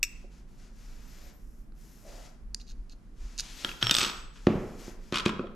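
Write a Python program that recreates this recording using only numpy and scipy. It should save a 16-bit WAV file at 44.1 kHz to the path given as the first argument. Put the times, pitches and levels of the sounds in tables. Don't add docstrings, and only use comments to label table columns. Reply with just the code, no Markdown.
import sys
import numpy as np
from scipy import signal
from scipy.fft import rfft, irfft
from scipy.io import wavfile
from scipy.ndimage import uniform_filter1d

SR = 44100
rng = np.random.default_rng(int(sys.argv[2]) if len(sys.argv) > 2 else 0)


def dump_mix(stems):
    frames = np.atleast_2d(stems).T
    limited = np.clip(frames, -1, 1)
    pcm = np.round(limited * 32767).astype(np.int16)
    wavfile.write(sys.argv[1], SR, pcm)


N = 244755
TIME = np.arange(N) / SR


def amp(db):
    return 10 ** (np.asarray(db) / 20)


def unit(x):
    return x / np.sqrt(np.mean(x ** 2) + 1e-20)


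def curve(points, hz):
    freq_hz, value = np.transpose(points)
    return np.interp(np.log(hz + 1), np.log(freq_hz + 1), value)


def stroke(rows, rise_share, fall_s):
    power = np.zeros(N)
    for start_s, length_s, level_db in rows:
        attack = np.clip((TIME - start_s) / (rise_share * length_s), 0, 1)
        release = np.exp(-np.maximum(TIME - start_s - length_s, 0) / fall_s)
        power += (amp(level_db) * attack * release) ** 2
    return np.sqrt(power)


def fade_in(x, rise_s):
    return x * (1 - np.exp(-TIME[:x.shape[-1]] / rise_s))


def add(mix, start_s, sound):
    part = mix[max(round(start_s * SR), 0):][:len(sound)]
    part += sound[:len(part)]


def convolve(x, response):
    return signal.fftconvolve(np.atleast_2d(x), np.atleast_2d(response), axes=1)[:, :N]


def pan(x, left_db):
    return x * amp([[left_db / 2], [-left_db / 2]])


def ports(x, spread):
    t = TIME[:SR // 200]
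    echoes = rng.standard_normal(len(t)) * np.exp(-t / 0.0018)
    phases = np.exp(1j * np.angle(rfft(echoes)))
    bass_cut = np.minimum(np.fft.rfftfreq(len(t), 1 / SR) / 1200, 1)
    side = spread * convolve(x, irfft(phases * bass_cut))[0]
    return np.array([x + side, x - side])


def click(spectrum, tilt_db_oct=0, size=2048):
    hz = abs(np.fft.fftfreq(size, 1 / SR))
    log_gain = np.log(amp(curve(spectrum, hz) + tilt_db_oct * np.log2(np.maximum(hz, 300))))
    pulse = np.fft.ifft(np.exp(np.conj(signal.hilbert(log_gain)))).real[:size // 2]
    return pulse / abs(pulse).max()


def contact(spectrum, tilt_db_oct, rough, rough_s):
    t = TIME[:SR // 40]
    chatter = rng.choice([-1, 1], len(t)) * np.exp(-t / rough_s)
    force = rough * chatter / np.linalg.norm(chatter)
    force[0] = 1
    return signal.fftconvolve(force, click(spectrum, tilt_db_oct))


def ring(modes, pitch_ratio=1, scatter_db=0):
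    t = TIME[:int(SR * max(t60_s for _, _, t60_s in modes))]
    offsets_db = scatter_db * rng.standard_normal(len(modes))
    return sum(amp(level_db + offset_db - 60 * t / t60_s) * np.sin(2 * np.pi * hz * pitch_ratio * t)
               for (hz, level_db, t60_s), offset_db in zip(modes, offsets_db))


def friction(spectrum, slips_per_s, spread_db):
    sizes = amp(spread_db * np.minimum(rng.exponential(1, N), 3))
    signs = rng.choice([-1, 1], N)
    slipping = rng.random(N) < slips_per_s / SR
    return unit(convolve(sizes * signs * slipping, click(spectrum))[0])


def bounces(runs, per_s, fade_db_per_s, scatter_db=1.5):
    for start_s, length_s, level_db in runs:
        for k, (late, strong) in enumerate(rng.standard_normal((40, 2))):
            if k / per_s < length_s:
                faded_db = level_db - fade_db_per_s * k / per_s
                yield start_s + (k + 0.2 * late) / per_s, faded_db + scatter_db * strong


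def tail(decay, colour, correlation, rise_s):
    mid, side = rng.standard_normal((2, SR))
    side *= np.sqrt((1 - correlation) / (1 + correlation))
    hz, t, bands = signal.stft([mid + side, mid - side], SR, nperseg=256)
    bands *= amp(curve(colour, hz)[:, None] - 60 * t / curve(decay, hz)[:, None])
    response = fade_in(signal.istft(bands, SR, nperseg=256)[1][:, :SR], rise_s)
    return response / np.linalg.norm(response[0])


def room_noise():
    # freq_hz, gain_db
    spectrum = [(12, -26), (22, -2), (36, -6), (50, -10.5), (68, -28.5), (125, -25), (170, -25.5),
                (220, -23), (300, -31), (600, -44), (1400, -47.5), (3600, -61), (12000, -64),
                (16000, -81.5)]
    # freq_hz, correlation
    likeness = [(30, 0.9), (120, 0.89), (400, 0.82), (1500, 0.2), (5000, 0.13), (14000, 0.16)]
    hz = np.fft.rfftfreq(N, 1 / SR)
    left, independent = rfft(rng.standard_normal((2, N)))
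    correlation = curve(likeness, hz)
    right = correlation * left + np.sqrt(1 - correlation ** 2) * independent
    noise = irfft(np.array([left, right]) * amp(curve(spectrum, hz)), N)
    return pan(amp(-47) * unit(noise), left_db=-1)


def room_echo(send):
    # freq_hz, t60_s
    decay = [(150, 0.59), (1000, 0.6), (3000, 0.6), (7000, 0.47), (14000, 0.24)]
    # freq_hz, gain_db
    colour = [(100, 4), (1500, 4), (3000, -3.5), (7000, -3), (14000, 3)]
    return convolve(send, tail(decay, colour, correlation=0.41, rise_s=0.0082))


def bench_sway():
    # start_s, length_s, level_db
    sways = [(2.41, 0.098, -39), (2.68, 0.13, -41), (3.18, 0.061, -39)]
    band = signal.butter(3, [18, 42], "bandpass", fs=SR, output="sos")
    rumble = unit(signal.sosfilt(band, rng.standard_normal(N)))
    return rumble * stroke(sways, rise_share=0.2, fall_s=0.055)


def cloth_squeaks():
    # start_s, length_s, level_db, top_hz
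    notes = [(1.02, .39, -67, 13100), (3.53, 0.41, -62, 12600)]
    out = np.zeros(N)
    for start_s, length_s, level_db, top_hz in notes:
        progress = np.clip((TIME - start_s) / length_s, 0, 1)
        wobble, jitter, catch = (unit(uniform_filter1d(rng.standard_normal(N), size))
                                 for size in (1500, 12, 1100))
        grip = np.maximum(0.87 + 0.45 * catch, 0)
        hz = top_hz * (1 - 0.1 * (2 * progress - 1) ** 2 + 0.012 * wobble + 0.015 * jitter)
        swell = np.sqrt(np.sin(np.pi * progress))
        out += amp(level_db) * grip * swell * np.sin(2 * np.pi * np.cumsum(hz) / SR)
    return out


def hands():
    # start_s, length_s, rustle_db, fizz_db
    drags = [(0.081, 0.15, -68, -90), (0.296, 0.092, -67, -82), (0.462, .12, -72.5, -80),
             (.57, 0.098, -64, -85), (0.707, 0.35, -63.5, -73), (1.032, 0.26, -60.5, -71),
             (1.313, 0.3, -82, -74.5), (1.736, 0.3, -67.5, -67), (2.023, .24, -57.5, -70),
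             (2.396, 0.88, -80.5, -105), (3.149, 0.28, -61, -78), (3.703, 0.49, -55.5, -80),
             (4.312, 0.18, -62, -93), (4.414, 0.39, -63, -71.5), (4.769, 0.12, -54.5, -64),
             (4.975, 0.24, -64.5, -76)]
    # start_s, length_s, level_db
    brushes = [(3.38, .16, -51.5), (3.54, .16, -48)]
    rubs = [(1.2, 0.061, -66.5), (2.02, .16, -57)]
    # freq_hz, gain_db
    rustle_spectrum = [(200, -0.5), (800, -1.5), (1500, 0), (2400, -0.5), (3700, -3), (5200, 0), (7000, -2),
                       (9000, -13), (12500, -18.5), (14000, -24), (16000, -40.5)]
    fizz_spectrum = [(3500, -26), (5200, 0.5), (7000, -0.5), (8800, -6.5), (11000, -3), (12500, 0),
                     (14000, -2), (16000, -13.5)]
    brush_spectrum = [(300, -4), (1200, -3), (3500, 3.5), (6500, 0.5), (9000, -9.5), (12500, -15),
                      (15000, -31)]
    rub_spectrum = [(200, -15), (420, -1.5), (520, 2), (630, 6.5), (800, -4.5), (1100, -27), (2500, -40),
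                    (6000, -26)]
    rustle = friction(rustle_spectrum, slips_per_s=9000, spread_db=0.5)
    rustle *= stroke(np.array(drags)[:, [0, 1, 2]], rise_share=0.28, fall_s=0.041)
    fizz = friction(fizz_spectrum, slips_per_s=8200, spread_db=3.5)
    fizz *= stroke(np.array(drags)[:, [0, 1, 3]], rise_share=0.28, fall_s=0.041)
    brush = friction(brush_spectrum, slips_per_s=12000, spread_db=0)
    brush *= stroke(brushes, rise_share=0.38, fall_s=0.058)
    rub = friction(rub_spectrum, slips_per_s=3000, spread_db=1)
    rub *= stroke(rubs, rise_share=0.25, fall_s=0.06)
    return pan(rustle + fizz + cloth_squeaks() + brush + rub, left_db=4)


def bench_thumps():
    # start_s, knock_db, pitch_ratio, boom_db
    blows = [(0.241, -44, 1.75, -78), (3.651, -51, 0.92, -33.5), (3.827, -54, 0.9, -31.5),
             (3.911, -53, 0.91, -30.5), (3.985, -43, 1, -38), (4.029, -27, 1.17, -42),
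             (4.066, -50, .7, -34), (4.4708, -23.5, 1.18, -8), (4.555, -21.5, 0.4, -30),
             (4.881, -45, 0.49, -32.5), (5.1253, -34, 3, -23), (5.262, -15, 1.06, -19.5),
             (5.3948, -20, 1.2, -35), (5.439, -28.5, 1.7, -62)]
    # freq_hz, gain_db, t60_s
    spot_modes = [(216.5, 3, 0.045), (313, 3.5, 0.038), (395, -7.5, 0.059)]
    board_modes = [(97, -7, .5), (120, -9, .4), (157, -6, .45), (218, 0, .55), (301, -1, .4), (372, 0, .45),
                   (437, -4, .4)]
    # freq_hz, gain_db
    push_spectrum = [(30, -26.5), (90, -6), (200, 2.5), (370, 1), (480, -5), (650, -12), (900, -18.5),
                     (1200, -21), (1600, -26.5), (2600, -28.5), (5000, -41.5), (12000, -79)]
    # freq_hz, t60_s
    shake_decay = [(100, 0.67), (260, 0.91), (700, 0.89), (1840, 0.96), (5000, 0.32)]
    shake_colour = [(60, 7.5), (110, 3), (250, -13), (450, -1), (1000, 0), (5000, 1)]  # freq_hz, gain_db
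    knock, push = np.zeros((2, N))
    for start_s, knock_db, pitch_ratio, boom_db in blows:
        wood = ring(spot_modes, np.clip(pitch_ratio, 0.6, 1.8))
        add(knock, start_s, amp(knock_db - 3) * fade_in(wood, rise_s=0.002))
        add(push, start_s, amp(boom_db) * click(push_spectrum))
    plank_swing = ring([(120.6, -21.5, 0.15)])
    add(knock, 3.829, fade_in(plank_swing, rise_s=0.015))
    force = push + amp(-7.5) * knock
    boards = ring(board_modes)
    boom = convolve(force, boards / np.linalg.norm(boards))
    shake = convolve(force, tail(shake_decay, shake_colour, correlation=0.95, rise_s=0.00095))
    return knock + amp(1.5) * push + amp(-22) * boom + amp(-1.5) * shake


def cage_snap():
    # start_s, level_db
    snaps = [(0.0299, -13.5), (0.0303, -18.5), (0.0373, -21), (0.039, -20), (0.049, -32)]
    # freq_hz, gain_db, t60_s
    plate_modes = [(2075, -20, .035), (2298, -18, .045), (2500, -15, .04), (2621, -9, .035),
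                   (2680, -2, .02), (3799, -12, .015), (4350, -14, .012), (5492, -17, .11),
                   (5720, -11, .02), (6000, -7, .025), (6780, -8, .02), (7100, -9, .02), (7796, -14, .04),
                   (7887, -14, .03), (11700, -17, .02), (12039, -12, .028)]
    # freq_hz, gain_db
    tick_spectrum = [(200, -22), (1000, -28), (2200, 0.5), (3200, -2.5), (4200, -1.5), (7000, -4.5),
                     (10000, -21), (15000, -23.5)]
    force, t = np.zeros(N), TIME[:SR // 100]
    for start_s, level_db in snaps:
        buzz = rng.choice([-1, 1], len(t)) * np.exp(-t / 0.0027)
        add(force, start_s, amp(level_db) * ((t == 0) + 0.35 * buzz / np.linalg.norm(buzz)))
    plates = amp(-5.5) * convolve(force, ring(plate_modes))[0]
    ticks = amp(-2.5) * convolve(force, click(tick_spectrum))[0]
    low_cut = signal.butter(3, 1800, "highpass", fs=SR, output="sos")
    return pan(ports(signal.sosfilt(low_cut, plates + ticks), spread=0.25), left_db=2)


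def key_in_bolt():
    # start_s, length_s, level_db
    grates = [(2.595, 0.024, -56), (2.66, 0.06, -56), (2.89, 0.041, -59), (3.38, 0.023, -34)]
    # start_s, level_db, tilt_db_oct
    ticks = [(1.722, -55.5, -12), (2.5459, -24.5, 3), (2.5462, -24.5, 8), (2.6, -46.5, -5),
             (2.7092, -52, -4), (2.897, -47, 2), (2.933, -51.5, -18), (3.379, -30, 5.5), (3.391, -27, 3),
             (3.3969, -18, -1), (3.4058, -23.5, 9.5)]
    # freq_hz, gain_db
    grate_spectrum = [(500, -28), (1500, -17), (2200, -15), (2650, -4.5), (3300, -10), (4200, 6.5),
                      (5200, -5.5), (6500, -1.5), (8500, -20.5), (12000, -21), (15000, -22.5)]
    tick_spectrum = [(300, -41), (1000, -21.5), (1600, -9), (2200, -17), (2700, -0.5), (3400, -12.5),
                     (4200, 4), (5200, -4), (6500, -2), (8500, -16.5), (12000, -28), (15500, -40)]
    out = friction(grate_spectrum, slips_per_s=2400, spread_db=3.5)
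    out *= stroke(grates, rise_share=0.47, fall_s=0.0074)
    for start_s, level_db, tilt_db_oct in ticks:
        add(out, start_s, amp(level_db) * contact(tick_spectrum, tilt_db_oct, rough=1.84, rough_s=0.001))
    return pan(ports(out, spread=0.25), left_db=-2)


def key_ring():
    # freq_hz, gain_db, t60_s
    steel_modes = [(7817, -3, .6), (8387, -3, .3), (8877, -16, .2), (11440, -12, .28), (12032, -12, .28),
                   (12559, -20, .25), (15480, -23, .35)]
    return ring(steel_modes)


def key_knocks():
    # start_s, level_db, pitch_ratio, ring_db
    knocks = [(3.6477, -18.5, 1.02, -68), (3.6919, -30, 0.87, -70), (3.7158, -33, 0.83, -73.5),
              (3.827, -13.5, 1.024, -37), (3.8692, -17, 1.01, -39.5), (3.8959, -16, 1, -45.5),
              (3.9161, -22, 1.2, -50.5), (3.9504, -18, 1.1, -53)]
    # freq_hz, gain_db, t60_s
    knock_modes = [(3170, 0, .015), (3320, -7, .01), (3640, -7, .011), (5100, -16, .008), (1750, -17, .015)]
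    # freq_hz, gain_db
    crack_spectrum = [(150, -8.5), (700, -12.5), (1500, 6), (2400, -10), (3300, -13), (5000, -5),
                      (7000, -20), (9500, -27), (12500, -18), (15000, -47)]
    held_hz, held_t60_s, release_s = 5448, 0.45, 3.911
    out, held = np.zeros((2, N))
    for start_s, level_db, pitch_ratio, ring_db in knocks:
        add(out, start_s, amp(level_db) * ring(knock_modes, pitch_ratio, scatter_db=1))
        add(out, start_s, amp(level_db - 14) * contact(crack_spectrum, 0, rough=3.8, rough_s=0.008))
        add(out, start_s, amp(ring_db - 13) * key_ring())
        add(held, start_s, amp(ring_db) * ring([(held_hz, 0, held_t60_s)]))
    held *= np.exp(-np.maximum(TIME - release_s, 0) / 0.008)
    return pan(ports(out + held, spread=0.38), left_db=-0.5)


def key_clatter():
    # start_s, level_db, tilt_db_oct, ring_db
    clacks = [(3.9108, -6.5, 6.5, -40), (3.915, -24, -7.5, -62), (3.9233, -32.5, 3, -54.5),
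              (3.9425, -18.5, 4.5, -54), (3.9505, -19, 4, -34), (3.9668, -14.5, 4, -67),
              (3.985, -13, 3.5, -38.5), (3.994, -26, 8, -39), (4.0143, -18, 1, -42.5),
              (4.018, -21, -3.5, -66), (4.0314, -18.5, 4, -40), (4.0483, -29, -1, -65),
              (4.0969, -25.5, -1, -59)]
    # start_s, length_s, level_db
    rocking = [(3.977, .11, -22)]
    skids = [(3.808, 0.038, -38.5), (3.965, 0.079, -32)]
    # freq_hz, gain_db
    spectrum = [(100, -11), (300, -6), (750, -7.5), (1300, 4.5), (2000, -3.5), (2600, 4), (3600, 2),
                (5000, -0.5), (6500, -5.5), (8500, -21), (10500, -23), (13000, -32.5), (15500, -28.5)]
    # freq_hz, gain_db, t60_s
    plank_modes = [(1264, -1, 0.048), (2470, -3.5, 0.16), (3240, -9, 0.041), (3550, -5.5, 0.065),
                   (3650, 2.5, 0.075), (3820, -10, 0.024), (4900, -2.5, .04), (5830, -11.5, .03)]
    rock_tilt_db_oct, rock_ring_db = 7, -61
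    rocks = [(start_s, level_db, rock_tilt_db_oct, rock_ring_db)
             for start_s, level_db in bounces(rocking, per_s=100, fade_db_per_s=55)]
    out, steel = np.zeros((2, N))
    for start_s, level_db, tilt_db_oct, ring_db in clacks + rocks:
        add(out, start_s, amp(level_db) * contact(spectrum, tilt_db_oct, rough=2.27, rough_s=0.0018))
        add(out, start_s, amp(level_db - 23.5) * ring(plank_modes, scatter_db=5.5))
        add(steel, start_s, amp(ring_db) * key_ring())
    scrape = friction(spectrum, slips_per_s=400, spread_db=0.5)
    out += scrape * stroke(skids, rise_share=0.34, fall_s=0.053)
    return pan(ports(out, spread=0.12), left_db=1) + pan(steel, left_db=0.5)


def derailleur():
    # start_s, level_db, tilt_db_oct
    clacks = [(4.4688, -21.5, -4.5), (5.1238, -27, 2.5), (5.1326, -26, -3), (5.143, -21.5, 1),
              (5.157, -18, 2), (5.2037, -27, 1.5), (5.2557, -24, 2.5), (5.2604, -17.5, 0.5),
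              (5.2931, -22, -7), (5.394, -33, -9), (5.47, -42, -9.5)]
    # start_s, length_s, level_db
    skids = [(4.355, 0.0095, -55.5), (5.135, 0.033, -34), (5.25, 0.019, -39)]
    juddering = [(5.167, .034, -25), (5.274, .03, -30.5)]
    # freq_hz, gain_db
    spectrum = [(100, -17), (300, -8), (750, -21.5), (1050, 1.5), (1350, 3), (1700, -2), (2100, -4.5),
                (2600, -2), (3400, -0.5), (4400, -6.5), (6500, -13.5), (9000, -26), (12500, -35),
                (15000, -49)]
    # freq_hz, gain_db, t60_s
    link_modes = [(1222, -1.5, 0.074), (1289, 2.5, 0.089), (1360, -22, 0.046), (1625, -7, 0.046),
                  (2510, 5, 0.049), (3197, -1.5, 0.033)]
    out = friction(spectrum, slips_per_s=900, spread_db=0) * stroke(skids, rise_share=0.3, fall_s=0.019)
    judder_tilt_db_oct = 2.5
    judders = [(start_s, level_db, judder_tilt_db_oct)
               for start_s, level_db in bounces(juddering, per_s=130, fade_db_per_s=54)]
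    for start_s, level_db, tilt_db_oct in clacks + judders:
        add(out, start_s, amp(level_db) * contact(spectrum, tilt_db_oct, rough=2.21, rough_s=0.0032))
        add(out, start_s, amp(level_db - 19.5) * ring(link_modes, scatter_db=4))
    return pan(ports(out, spread=0.24), left_db=1)


def scene():
    in_hand = cage_snap() + key_in_bolt()
    on_bench = key_knocks() + key_clatter() + derailleur()
    rustle = hands()
    echo = room_echo(amp(-17) * in_hand + amp(-9.5) * on_bench + amp(-6.5) * rustle)
    return in_hand + on_bench + rustle + bench_thumps() + echo + bench_sway() + room_noise()


def record(dry):
    hz = np.fft.rfftfreq(N, 1 / SR)
    left_db = curve([(2000, -0.5), (5000, 0.3), (8000, 1.2), (12000, 5.5)], hz)
    top_db = curve([(12500, 0.5), (14000, -11.5), (16000, -11)], hz)
    ported = irfft(rfft(dry) * amp([top_db + left_db / 2, top_db - left_db / 2]), N)
    band_limit = signal.firwin(511, cutoff=15800, window=("kaiser", 9), fs=SR)
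    return signal.oaconvolve(ported, band_limit[None], "same")


dry = scene()
out = record(dry)
dump_mix(out)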